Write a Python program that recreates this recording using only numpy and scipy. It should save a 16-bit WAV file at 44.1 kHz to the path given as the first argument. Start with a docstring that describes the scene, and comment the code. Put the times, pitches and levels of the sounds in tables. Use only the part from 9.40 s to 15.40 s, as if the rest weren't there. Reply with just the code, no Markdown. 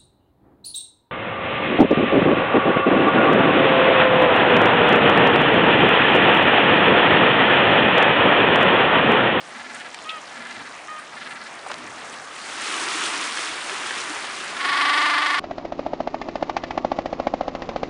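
"""On a cold pebble shore, penguins give three faint rattling brays and two short peeps, then one loud bray close by.
The loud bray mixes two voices of the syrinx, the bird's voice organ: about 24 times a second a rough, higher
yelp breaks in while the low voice dips. The peeps are stacks of sine waves. Water is filtered noise with
separate drops: small waves lap, and one breaks and washes up the shingle. Stones are short ringing scrapes,
bubbles are gliding tones, and gusts are low rumbles on the microphone."""
import sys
import numpy as np
from scipy import signal
from scipy.fft import rfft, irfft
from scipy.io import wavfile
from scipy.ndimage import uniform_filter1d

SR = 44100
rng = np.random.default_rng(int(sys.argv[2]) if len(sys.argv) > 2 else 0)


def output_pcm(signal):
    """Save a mono or channel-first signal as 16-bit PCM at the path in sys.argv[1].

    Samples are clipped to [-1, 1] before scaling.
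    """
    pcm = np.clip(np.atleast_2d(signal).T, -1, 1) * 32767
    wavfile.write(sys.argv[1], SR, np.round(pcm).astype(np.int16))


N = 264415
T = np.arange(N) / SR  # time of every sample, in seconds


def undb(db):
    """Turn decibels into gain."""
    return 10 ** (np.asarray(db) / 20)


def unit(x):
    """Scale to an rms (average strength) of 1."""
    return x / np.sqrt(np.mean(x ** 2) + 1e-20)


def curves(rows):
    """Join each column of a table by straight lines in time."""
    s, *columns = np.transpose(rows)
    return [np.interp(T, s, column) for column in columns]


def walk(rate):
    """Wander at random: levels held for 1 / rate seconds, smoothed twice, with a spread of 1."""
    hold = max(int(SR / rate), 1)
    steps = np.repeat(rng.standard_normal(N // hold + 1), hold)
    smooth = uniform_filter1d(uniform_filter1d(steps, hold), hold)
    return unit(smooth[:N])


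def colour(x, points):
    """Filter through (Hz, dB) points without sounding early; the power gain is scaled to 1."""
    size = 4096
    hz, db = np.transpose(points)
    f = np.maximum(np.arange(size // 2 + 1) * SR / size, 1)
    gain = undb(np.interp(np.log(f), np.log(hz), db))
    # folding the cepstrum (the spectrum of the log gain) puts the response as early as it can be
    cepstrum = irfft(np.log(gain))
    cepstrum[1:size // 2] *= 2
    cepstrum[size // 2 + 1:] = 0
    response = irfft(np.exp(rfft(cepstrum)))
    return signal.fftconvolve(x, response / np.linalg.norm(response))[:N]


def band(x, hz, width_hz):
    """Ring one resonance, with gain 1 at its centre."""
    return signal.lfilter(*signal.iirpeak(hz, hz / width_hz, fs=SR), x)


def gate(centre, length, edge):
    """Open a window with soft edges, half open at the ends of its length."""
    opening = np.clip((length / 2 - abs(T - centre)) / edge + .5, 0, 1)
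    return np.sin(np.pi / 2 * opening) ** 2


def add(out, at, sound):
    """Mix in a short sound at a time in seconds."""
    i = max(int(at * SR), 0)
    out[i:i + len(sound)] += sound[:N - i]


def water(drops_per_s, spread_db, drop_share, flicker_db):
    """Flat rush of countless splashes, with separate drops ringing a few cycles; each band flickers on its own."""
    out, f = np.zeros(N), np.arange(N // 2 + 1) * SR / N
    shared = walk(18)  # a flicker common to all bands
    for hz in 25 * 2 ** np.arange(0, 9.1, .5):  # bands half an octave apart
        falls = (rng.random(N) < drops_per_s / SR) * rng.choice([-1, 1], N)
        drops = falls * undb(spread_db * np.minimum(rng.exponential(size=N), 4))
        share = drop_share * min(hz / 3500, 1)  # small drops stand out most in the treble
        push = unit(rng.standard_normal(N) + share * unit(drops))
        shape = np.cos(np.pi * np.clip(np.log2((f + 1e-9) / hz), -.5, .5))
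        flicker = undb(flicker_db * (walk(25.04) + 0.39 * shared))
        out += irfft(rfft(push) * shape, N) * flicker
    return out


# Tone of the surf and lapping. Each row: frequency in Hz, relative level in dB per Hz.
SHORE_COLOUR = [(15, -54), (25, -33), (220, -7), (329, -6.5), (455, -5.5), (714, -0.5), (1010, -1.5),
                (1240, 0.5), (1370, -2.5), (1590, -1.5), (1760, -1.5), (2490, -6), (3040, -8), (3630, -10),
                (9860, -19), (12800, -55), (21700, -120)]
# Loudness of the surf and lapping. Each row: time in seconds, level in dB.
LAPPING_LEVEL = [(0, -40.5), (.6, -38), (1.6, -39.5), (2.8, -37.5), (6, -35)]


def shore():
    """Distant surf and small lapping: a splashing rush that slowly changes in level."""
    level_db, = curves(LAPPING_LEVEL)
    lapping = water(drops_per_s=260, spread_db=4.5, drop_share=0.82, flicker_db=1.5)
    return unit(colour(lapping, SHORE_COLOUR)) * undb(level_db)


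def syrinx(hz, jitter, shimmer_db, rasp):
    """One sharp pulse per cycle of the membrane, unsteady in pitch and strength, and a puff of noise after it."""
    phase = np.cumsum(hz * (1 + jitter * walk(300))) / SR
    cycles = np.arange(1, int(phase[-1]))
    at = np.interp(cycles, phase, np.arange(N))
    # a pulse falls between samples, so it is spread over nine of them
    taps = at.astype(int)[:, None] + np.arange(-4, 5)
    size = undb(shimmer_db * rng.standard_normal(len(at)))
    pulses = np.zeros(N)
    np.add.at(pulses, np.clip(taps, 0, N - 1), size[:, None] * np.sinc(taps - at[:, None]))
    puffs = np.exp(-(phase % 1) / 0.79) * rng.standard_normal(N)
    return unit(rasp * unit(puffs) - unit(pulses))


def yelping(rows, top_hz, sag):
    """Gain and pitch of a run of yelps; each pitch tops just before the middle and then sags."""
    gain, hz = np.zeros(N), np.full(N, float(top_hz))
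    for s, db, length in rows:
        window = gate(s, length, length / 2)
        gain += undb(db) * window
        inside = window > 0
        bend = sag * ((T[inside] - s) / length + .15) ** 2
        hz[inside] = top_hz * (1 + .02 * rng.standard_normal() - bend)
    return gain, hz


YELP_SCATTER_DB = 0.3  # random spread from one yelp to the next, in both kinds of bray
FAR_ONSET_DB, FAR_ATTACK_S, FAR_FADE_DB = 6, 0.02, 4  # softer start, time to swell, fade towards the end
FAR_SLOWING_S = .0012  # each gap is this much longer than the last
# The faint brays. Each row: middle of the first yelp in seconds, length of the bray in seconds,
# level in dB before the swell and fade, length of a yelp in seconds, first gap between yelps in seconds.
FAINT_BRAYS = [(0.115, 0.37, -36.5, 0.028, 0.046), (.924, 0.37, -37.5, 0.029, 0.045),
               (1.731, 0.36, -35.5, .024, .0448)]


def far_yelps(count=12):
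    """Yelps of the faint brays (s, level dB, length s): each run swells quickly, then slows and fades."""
    k, rows = np.arange(count), []
    for start, length, peak_db, yelp_s, gap_s in FAINT_BRAYS:
        ages = k * gap_s + FAR_SLOWING_S * k * (k - 1) / 2
        onset_db = FAR_ONSET_DB * np.exp(-ages / FAR_ATTACK_S)
        fade_db = FAR_FADE_DB * (ages / length) ** 4
        db = peak_db - onset_db - fade_db + YELP_SCATTER_DB * rng.standard_normal(count)
        rows += [(start + age, level, yelp_s) for age, level in zip(ages, db) if age < length]
    return rows


def far_brays(low_hz=240, low_db=-11):
    """A bird further off: its yelps carry, with only a soft low hum under them."""
    gain, hz = yelping(far_yelps(), top_hz=345.0, sag=0.24)
    throat = [(200, -44), (340, -23), (600, -23), (1000, -18.0), (1330, 0), (1720, 2.5),
              (2100, 0), (2600, -8), (4400, -12), (6000, -28), (10000, -35)]  # (Hz, dB)
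    high = colour(syrinx(hz, jitter=.01, shimmer_db=1.8, rasp=.15), throat)
    low = syrinx(np.full(N, low_hz), jitter=.08, shimmer_db=4.0, rasp=0.7)
    hum = unit(band(band(low, low_hz, 100), low_hz, 100))
    hum_gain = undb(low_db) * uniform_filter1d(gain, int(.06 * SR))  # smooths over the single yelps
    return gain * high + hum_gain * hum


# Air pockets gulping in the water. Each row: start in seconds, peak level in dB, starting pitch in Hz.
AIR_POCKETS = [(0.156, -41, 235), (2.39, -39, 290), (2.435, -39.5, 310), (3.415, -32, 313),
               (3.545, -34, 296), (4.316, -33, 376), (4.696, -33, 291)]


def gulps(rise_s=0.012, glide=3.8):
    """Large bubbles swell, ring and rise in pitch as they near the surface."""
    out, t = np.zeros(N), T[:SR // 6]
    for s, db, hz in AIR_POCKETS:
        swell = (t / rise_s * np.exp(1 - t / rise_s)) ** 2
        ring = np.sin(2 * np.pi * hz * t * (1 + glide * t / 2))
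        add(out, s, undb(db) * swell * ring)
    return out


# Stones knocking and shifting. Each row: start in seconds, peak level in dB, centre of the resonance in Hz,
# width of its narrower filter in Hz, time in seconds for the scrape to die by 60 dB.
KNOCKS = [(0.348, -25.5, 8300, 2500, .005), (.545, -19, 2600, 3200, 0.016), (0.689, -24, 2630, 260, 0.11),
          (0.693, -21, 3370, 900, 0.082), (1.483, -30, 1860, 200, 0.032), (2.263, -24, 750, 400, 0.048),
          (2.299, -22.5, 900, 800, 0.15), (2.315, -18.5, 1190, 2040, 0.03),
          (2.342, -17.5, 3200, 3000, 0.0047), (3.973, -17.5, 1600, 900, 0.024),
          (4.296, -15.5, 1900, 1200, 0.027), (4.508, -14, 1550, 1200, 0.018)]


def stones():
    """Each knock is a hard contact and a brief dying scrape in the stone's resonance."""
    out, t = np.zeros(N), T[:SR // 8]
    for s, db, hz, width_hz, t60 in KNOCKS:
        push = rng.standard_normal(len(t)) * np.exp(-np.log(1000) * t / t60)
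        push[0] += 4  # the hard contact
        knock = band(band(push, hz, width_hz), hz, 2 * width_hz)
        add(out, s, undb(db) * knock / abs(knock).max())
    return out


# Level in dB of each partial (each sine wave in a peep), from the fundamental upwards.
PARTIAL_LEVELS = [-24, -4.5, -15, -17, -18.5, -36]
# The peeps. Each row: start in seconds, length in seconds, starting, middle and closing pitch in Hz,
# level in dB about which it wavers, change of the high partials in mid-call in dB.
PEEP_CALLS = [(0.651, 0.14, 614, 641, 601, -36.5, 4), (1.481, 0.12, 612, 620, 611, -36.5, -4)]


def peeps():
    """Short clear calls on an arched pitch, second partial strongest; the bill brightens or dulls mid-call."""
    out = np.zeros(N)
    for s, length, start_hz, top_hz, end_hz, db, lift_db in PEEP_CALLS:
        progress = np.clip((T - s) / length, 0, 1)
        arch = np.polyfit([0, .5, 1], [start_hz, top_hz, end_hz], 2)
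        hz = np.polyval(arch, progress) * (1 + .003 * walk(150))
        phase = 2 * np.pi * np.cumsum(hz) / SR
        bill = undb(lift_db * np.sin(np.pi * progress))
        tone = np.zeros(N)
        for k, partial_db in enumerate(PARTIAL_LEVELS):
            partial = undb(partial_db) * np.sin((k + 1) * phase)
            tone += partial * (bill if k > 2 else 1)  # from the fourth partial upwards
        level = undb(db + 0.88 * walk(88.0))
        out += unit(tone) * level * gate(s + length / 2, length, 0.0081)
    return out


# Puffs of wind on the microphone. Each row: middle in seconds, level in dB, length in seconds.
WIND_PUFFS = [(1.197, -46, 0.068), (2.43, -48.5, 0.27)]


def gusts():
    """Puffs of wind rumble on the microphone: low noise that swells and falls."""
    tone = [(25, -28), (50, -21), (78, -3), (150, -3.0), (280, 4.5), (500, -4), (2000, -75)]  # (Hz, dB)
    rumble = colour(rng.standard_normal(N), tone)
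    return rumble * sum(undb(db) * gate(s, length, length / 2) for s, db, length in WIND_PUFFS)


SPRAY_LEAD = 1.18  # the spray builds over this many times the body's rise, so it starts to swell earlier
# Surges of water up the shingle, long waves and short splashes. Each row: crest in seconds, rise in seconds,
# fall in dB per second, body level in dB before wave() lifts it, average spray level in dB.
WATER_SURGES = [(3.25, 0.083, 38, -36.5, -60), (3.52, 0.37, 8, -30, -32.5), (3.659, 0.084, 93, -33, -34.5),
                (3.82, .025, 72, -34, -35), (4, 0.028, 57, -37.5, -35), (4.53, 0.26, 8.5, -35, -39.5),
                (5.45, 0.34, 19, -36, -42)]


def surging():
    """Gains of the water's body and spray: each surge swells to a crest and drains away; their powers add."""
    body, spray = 0, 0
    for crest, rise_s, fall_db_per_s, body_db, spray_db in WATER_SURGES:
        ahead = np.maximum(crest - T, 0) / rise_s
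        drained_db = fall_db_per_s * np.maximum(T - crest, 0)
        body = body + (np.exp(-ahead ** 2) * undb(body_db - drained_db)) ** 2
        spray = spray + (np.exp(-(ahead / SPRAY_LEAD) ** 2) * undb(spray_db - drained_db)) ** 2
    return np.sqrt(body), np.sqrt(spray)


# Tone of the breaking wave. Each row: frequency in Hz, relative level in dB per Hz before body and spray are split.
WASH_COLOUR = [(59, -69), (100, -31), (216, -14.5), (317, -2.5), (406, -3.5), (502, -10.5), (620, -9),
               (827, -7), (946, -1.5), (1240, 1.5), (3110, -3), (5650, -10), (9310, -13.5), (9860, -13),
               (12800, -71), (21700, -120)]


def wave(spray_hz=4200, body_db=2.5, surge_db=0.96):
    """A wave breaks with bright, wavering spray, then drains through the pebbles; the last surges are duller."""
    body, spray = surging()
    rush = colour(water(drops_per_s=500, spread_db=4.5, drop_share=0.78, flicker_db=0.76), WASH_COLOUR)
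    low = signal.sosfilt(signal.butter(3, spray_hz, "low", fs=SR, output="sos"), rush)
    high = signal.sosfilt(signal.butter(3, spray_hz, "high", fs=SR, output="sos"), rush)
    return unit(low) * body * undb(body_db) + unit(high) * spray * undb(surge_db * walk(35))


FIRST_YELP_S, YELP_PERIOD_S = 5.172, .04085
DRONE_DB, YELP_DB = -22.5, -20.5  # levels of low voice and yelps at 0 dB effort
YELP_EFFORT_SHARE = 0.66  # the yelps follow the effort only in part
# The loud bray. Each row: time in seconds, pitch of the low voice in Hz before each yelp bends it, effort in dB.
LOUD_BRAY = [(5.139, 266.4, -22), (5.224, 276.2, -7), (5.309, 281.5, -1.5), (5.419, 287.3, 0.5),
             (5.681, 296, 1), (6, 289.6, -3)]


def near_yelps():
    """Yelps of the loud bray (s, level dB): an even beat whose strength follows the effort."""
    s, _, effort_db = np.transpose(LOUD_BRAY)
    times = np.arange(FIRST_YELP_S, T[-1], YELP_PERIOD_S)
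    db = YELP_DB + YELP_EFFORT_SHARE * np.interp(times, s, effort_db)
    db = db + YELP_SCATTER_DB * rng.standard_normal(len(times))
    return list(zip(times, db))


# Throat colour of the low voice. Each row: frequency in Hz, relative level in dB.
LOW_THROAT = [(150, -46), (295, -13.5), (520, -22.5), (860, -9.5), (1010, -1), (1160, 3), (1400, -11),
              (1750, -7.5), (2060, -3.5), (2400, -17), (3200, -13.5), (4900, -20), (6300, -61),
              (10000, -50)]
# Throat colour of the yelps, with the bill wider. Each row: frequency in Hz, relative level in dB.
HIGH_THROAT = [(150, -55), (330, -15.5), (520, -19.5), (760, -5.5), (1150, 4), (1450, -6), (1800, 1),
               (2150, -4), (2420, -6), (3200, -3.5), (4200, -10.5), (5200, -13), (6400, -32.5),
               (10000, -24)]


def near_bray(yelp_s=.014, squeeze_s=0.019, squeeze_lead_s=0.0092, squeeze_hz=1720, squeeze_db=-1.5,
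              duck=0.72, slip=.09, scoop=0.014, edge_db=-1):
    """Each syllable starts squeezed and nasal, bursts open into a rough yelp, then drops back to the low voice."""
    yelps = near_yelps()
    gain, yelp_hz = yelping([(s, db, yelp_s) for s, db in yelps], top_hz=366.8, sag=.1)
    squeeze = sum(undb(db) * gate(s - squeeze_lead_s, squeeze_s, 0.029) for s, db in yelps)
    broken = np.clip(sum(gate(s - .003, 0.017, 0.011) for s, _ in yelps), 0, 1)
    pressed = sum(gate(s + 0.0085, .013, 0.0098) for s, _ in yelps)
    hz, effort_db = curves(LOUD_BRAY)
    # the low voice is pulled sharp and weakens while the high one breaks in, then scoops up from below
    low_hz = hz * (1 + slip * broken - scoop * pressed)
    pulses = syrinx(low_hz, jitter=0.0059, shimmer_db=0.0, rasp=0.24) * (1 - duck * broken)
    # it comes back hard, with a bright edge that soon softens
    edge = signal.sosfilt(signal.butter(1, 3000, "high", fs=SR, output="sos"), pulses)
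    low = colour(pulses + undb(edge_db) * pressed * edge, LOW_THROAT)
    low = low * undb(DRONE_DB + effort_db) * (T > LOUD_BRAY[0][0])
    high = syrinx(yelp_hz, jitter=0.03213, shimmer_db=0.5, rasp=0.59)
    nasal = unit(band(band(high, squeeze_hz, 1000), squeeze_hz, 1100))
    return low + colour(gain * high, HIGH_THROAT) + undb(squeeze_db) * squeeze * nasal


def scene():
    """Birds, stones, wind and water in the open air, with no echo."""
    water_sounds = shore() + gulps() + wave()
    birds = far_brays() + peeps() + near_bray()
    return (water_sounds + birds + stones() + gusts())[None]


def record(dry):
    """Cut the top of the treble steeply, above 10050 Hz."""
    return signal.sosfilt(signal.ellip(12, .2, 80, 10050, fs=SR, output="sos"), dry)


dry = scene()
out = record(dry)
output_pcm(out)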